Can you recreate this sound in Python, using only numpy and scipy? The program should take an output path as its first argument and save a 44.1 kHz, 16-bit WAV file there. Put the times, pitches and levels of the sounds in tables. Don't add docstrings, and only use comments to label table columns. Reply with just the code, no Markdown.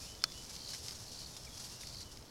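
import sys
import numpy as np
from scipy import signal
from scipy.fft import rfft, irfft, next_fast_len
from scipy.io import wavfile
from scipy.ndimage import map_coordinates

SR = 44100
rng = np.random.default_rng(int(sys.argv[2]) if len(sys.argv) > 2 else 0)


def wav_out(sig):
    wavfile.write(sys.argv[1], SR, np.round(np.clip(np.atleast_2d(sig).T, -1, 1) * 32767).astype(np.int16))


N = 101429


def boars(flutter_db=1.38, scuff_rise_s=0.0011):
    # (time [s], level [dB])
    rustle = [(0, -53), (.06, -49), (.12, -55), (.29, -55.5), (.40, -51.5), (.46, -52.5), (.55, -51.5),
              (.61, -54.5), (.71, -47), (.81, -51.5), (.91, -50), (1.0, -51.5), (1.25, -52), (1.43, -55.5),
              (1.65, -49.5), (1.77, -52), (2.01, -53), (2.08, -59), (2.3, -61.5)]
    # (time [s], grass level [dB], length [s], soil level [dB])
    scuffs = [(.008, -50.5, 0.023, -68), (0.494, -48, 0.016, -64), (0.531, -49.5, 0.02, -79),
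              (0.552, -47.5, 0.0078, -75), (0.734, -45, 0.012, -52.5), (0.861, -47, 0.0096, -70),
              (0.889, -47, 0.0072, -57), (0.919, -47.5, 0.013, -63), (.998, -56, 0.0075, -63),
              (1.366, -46.5, 0.011, -76), (1.448, -47.5, 0.0073, -75), (1.596, -47.5, 0.016, -63),
              (1.643, -47, 0.0098, -73), (1.807, -47, 0.015, -70), (1.869, -47, 0.0066, -76),
              (2.004, -50.5, 0.018, -70), (2.115, -52, 0.018, -80)]
    # (time [s], peak level [dB])
    snap_times = [(.151, -38), (.221, -35), (.3015, -39), (.320, -34), (.564, -31), (.690, -36),
                  (.7345, -33), (.743, -34), (.748, -31), (.8837, -26), (.9093, -31), (1.366, -35),
                  (1.576, -39), (1.872, -35), (1.947, -35), (2.173, -36), (2.2255, -42)]
    # (frequency [Hz], relative level [dB])
    grass_tone = [(300, -58), (900, -11), (1400, -15), (1900, -16), (2900, -11), (3700, -7), (4450, -2),
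                  (4900, -0.5), (5450, 1), (6100, -2), (7000, -5.5), (8200, -9), (9400, -11), (11000, -12),
                  (12500, -18), (15500, -28.5)]
    # (frequency [Hz], relative level [dB])
    soil_tone = [(200, -20), (700, -46), (1400, 8), (2000, 5), (3000, -10), (5000, 4), (9000, -36)]
    t = np.arange(N) / SR
    grass_power = amp(np.interp(t, *np.transpose(rustle)) + flutter_db * wobble(55.07)) ** 2
    soil_power = np.zeros(N)
    for start, grass_db, length, soil_db in scuffs:
        stroke = np.clip((t - start) / scuff_rise_s, 0, 1) * np.exp(-((t - start) / length) ** 2)
        grass_power += amp(grass_db) ** 2 * stroke
        soil_power += amp(soil_db) ** 2 * stroke
    snaps = ticks(snap_times, low_cut_hz=1900)
    grass = np.sqrt(grass_power) * crackle(grass_tone)
    soil = np.sqrt(soil_power) * crackle(soil_tone)
    return grass + soil + snaps + amp(-3.5) * woods(snaps, size=0.084)


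def crackle(tone, breaks_per_s=2500, spread_db=2.7):
    sizes = amp(spread_db * np.minimum(rng.exponential(size=N), 4))
    breaks = rng.random(N) < breaks_per_s / SR
    grains = unit(breaks * sizes * rng.choice([-1, 1], N))
    return coloured(grains + rng.standard_normal(N), tone)


def click(start_s=.2398, gap_s=.00101, first_db=-11, loss_db=2.5):
    chatter = np.zeros(N)
    for k in range(3):
        chatter += (-1) ** k * ticks([(start_s + k * gap_s, first_db - k * loss_db)], low_cut_hz=855)
    return chatter + amp(-13.5) * woods(chatter, size=0.14)


def ticks(hits, low_cut_hz, crack_db=-12, crack_fade_s=0.0038):
    # (pitch [Hz], relative level [dB], time to fade by 60 dB [s])
    housing = [(1310, -7, 0.014), (1650, -9, 0.0056), (2160, -0.5, 0.0052), (3150, -9, 0.024),
               (4330, 3, 0.0093), (5054, 11.5, 0.0048), (6340, -61, 0.0027), (8700, -10, 0.0037),
               (10800, -35, 0.0022)]
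    # (frequency [Hz], relative level [dB])
    crack_tone = [(200, -40), (700, -20), (1300, 12), (6000, 5), (9500, -32), (15000, 5)]
    out, t = np.zeros(N), np.arange(SR // 25) / SR
    ring = sum(amp(db - 60 * t / fade) * np.sin(2 * np.pi * hz * t) for hz, db, fade in housing)
    noise = coloured(rng.standard_normal(N), crack_tone)
    bass_cut = signal.butter(2, low_cut_hz, "high", fs=SR, output="sos")
    for start, db in hits:
        crack = amp(crack_db - 60 * t / crack_fade_s) * np.roll(noise, -int(start * SR))[:len(t)]
        tick = signal.sosfilt(bass_cut, signal.sosfilt(bass_cut, ring + crack))
        add(out, start, amp(db) * tick / np.abs(tick).max())
    return out


def trilling_bird(chips=14, chip_hz=4430, fall_per_s=36, swell_db=4):
    # (time [s], level near the end [dB])
    trills = [(.5411, -43.5), (1.0827, -44), (1.8499, -44.5), (2.269, -53)]
    gap_s, gap_growth_s = .01262, .000193
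    width_s, width_growth_s, tail_s = 0.0014, .00007, .0046
    out, t = np.zeros(N), np.arange(-SR // 100, SR // 100) / SR
    for start, db in trills:
        for k in range(chips):
            pitch_nudge, level_nudge, time_nudge = rng.normal(0, [.012, 1.5, .0004])
            hz = chip_hz * (1 + pitch_nudge) * np.exp(-fall_per_s * t)
            width = width_s + width_growth_s * k
            shape = np.exp(1 - np.sqrt(1 + (t / width) ** 2) - (t / tail_s) ** 4)
            level = amp(db + level_nudge - swell_db * (1 - k / chips) ** 2)
            middle = start + time_nudge + gap_s * k + gap_growth_s * k * k / 2
            add(out, middle + t[0], level * shape * np.sin(2 * np.pi * np.cumsum(hz) / SR))
    return out + amp(-19) * woods(out)


def squeaks():
    # (time [s], length [s], start pitch [Hz], middle pitch [Hz], end pitch [Hz], level [dB])
    notes = [(1.466, .018, 2380, 2280, 2000, -52), (1.833, .0045, 2600, 2100, 1750, -47)]
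    calls = glides(notes, waver=.045)
    return calls + amp(-14) * woods(calls)


def far_bird():
    # (time [s], length [s], start pitch [Hz], middle pitch [Hz], end pitch [Hz], level [dB])
    notes = [(0, .075, 2350, 2550, 2900, -64), (.07, .08, 2930, 3030, 2980, -64),
             (.185, .14, 3480, 3470, 3540, -62), (.33, .095, 2780, 3000, 3060, -62),
             (.46, .12, 2290, 2320, 2300, -67), (.59, .08, 3130, 3160, 3200, -65),
             (.69, .06, 3020, 2980, 3020, -67), (1.19, .04, 3200, 3050, 2850, -66),
             (1.33, .03, 3700, 3620, 3580, -61), (1.46, .12, 3450, 3350, 3250, -65),
             (1.69, .11, 2780, 2760, 2730, -68), (1.812, .028, 3720, 3640, 3540, -57),
             (2.03, .11, 3080, 2980, 2900, -70)]
    song = glides(notes, waver=.015)
    return song + amp(1) * woods(song)


def glides(notes, waver):
    out, drift = np.zeros(N), 1 + waver * wobble(250)
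    for start, length, *pitches, db in notes:
        progress = np.linspace(0, 1, int(length * SR))
        bend = np.polyval(np.polyfit([0, .5, 1], pitches, 2), progress)
        hz = bend * np.roll(drift, -int(start * SR))[:len(progress)]
        shape = np.sqrt(np.abs(np.sin(np.pi * progress)))
        add(out, start, amp(db) * shape * np.sin(2 * np.pi * np.cumsum(hz) / SR))
    return out


def woods(sound, size=1):
    # (frequency [Hz], time to fade by 60 dB [s])
    fade_times = [(300, 0.094), (3000, .35), (10000, 0.14)]
    hz, t, bands = signal.stft(rng.standard_normal(SR // 2), SR, nperseg=256)
    fade = amp(-60 * t / (size * along(fade_times, hz)[:, None]))
    tail = signal.istft(bands * fade, SR, nperseg=256)[1]
    return signal.fftconvolve(sound, tail / np.linalg.norm(tail))[:N]


def low_thuds(rise_s=0.006, fade_s=0.16):
    # (time [s], pitch [Hz], level [dB])
    swells = [(0.349, 68.6, -43), (.665, 95, -52.5), (.755, 64, -52), (.995, 107, -45), (1.237, 61, -43),
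              (1.581, 128, -50.5), (1.887, 65, -49), (1.996, 77, -43.5), (2.079, 87, -47)]
    out, t = np.zeros(N), np.arange(SR // 4) / SR
    for start, hz, db in swells:
        shape = amp(db - 60 * t / fade_s) * (1 - np.exp(-t / rise_s))
        add(out, start, shape * np.sin(2 * np.pi * hz * t + rng.uniform(0, 2 * np.pi)))
    return out


def background():
    # (frequency [Hz], relative level [dB])
    rumble_tone = [(15, -5), (30, -8), (42, -4), (66, -1.5), (90, -4), (125, -3), (165, -8.5), (220, -9.5),
                   (300, -13), (600, -15), (1000, -20.5), (2000, -27), (5000, -57)]
    # (frequency [Hz], relative level [dB])
    hiss_tone = [(200, -6.5), (1400, -7), (2000, -4), (3200, 7.5), (4500, -2), (5500, -5), (7500, -12),
                 (11000, -2.5), (15500, -6.5)]
    rumble = amp(-55) * coloured(rng.standard_normal(N), rumble_tone)
    hiss = amp(-67) * coloured(rng.standard_normal(N), hiss_tone)
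    return rumble + hiss


def amp(db):
    return 10 ** (np.asarray(db) / 20)


def unit(sound):
    return sound / np.sqrt(np.mean(sound ** 2) + 1e-20)


def along(points, hz):
    frequencies, values = np.transpose(points)
    return np.interp(np.log(hz + 1), np.log(frequencies + 1), values)


def wobble(rate):
    return map_coordinates(rng.standard_normal(4000), [np.arange(N) * rate / SR], mode="wrap")


def filtered(sound, gain_at):
    size = next_fast_len(N + 8192)
    return irfft(rfft(sound, size) * gain_at(np.fft.rfftfreq(size, 1 / SR)), size)[:N]


def coloured(sound, tone):
    return unit(filtered(sound, lambda hz: amp(along(tone, hz))))


def add(track, start_s, sound):
    i = max(0, round(start_s * SR))
    track[i:i + len(sound)] += sound[:max(0, N - i)]


def scene():
    return (boars() + low_thuds() + trilling_bird() + far_bird() + squeaks() + click() + background())[None]


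def record(dry):
    top_hz = 15900
    return filtered(dry[0], lambda hz: 1 / np.sqrt(1 + (hz / top_hz) ** 160))[None]


dry = scene()
out = record(dry)
wav_out(out)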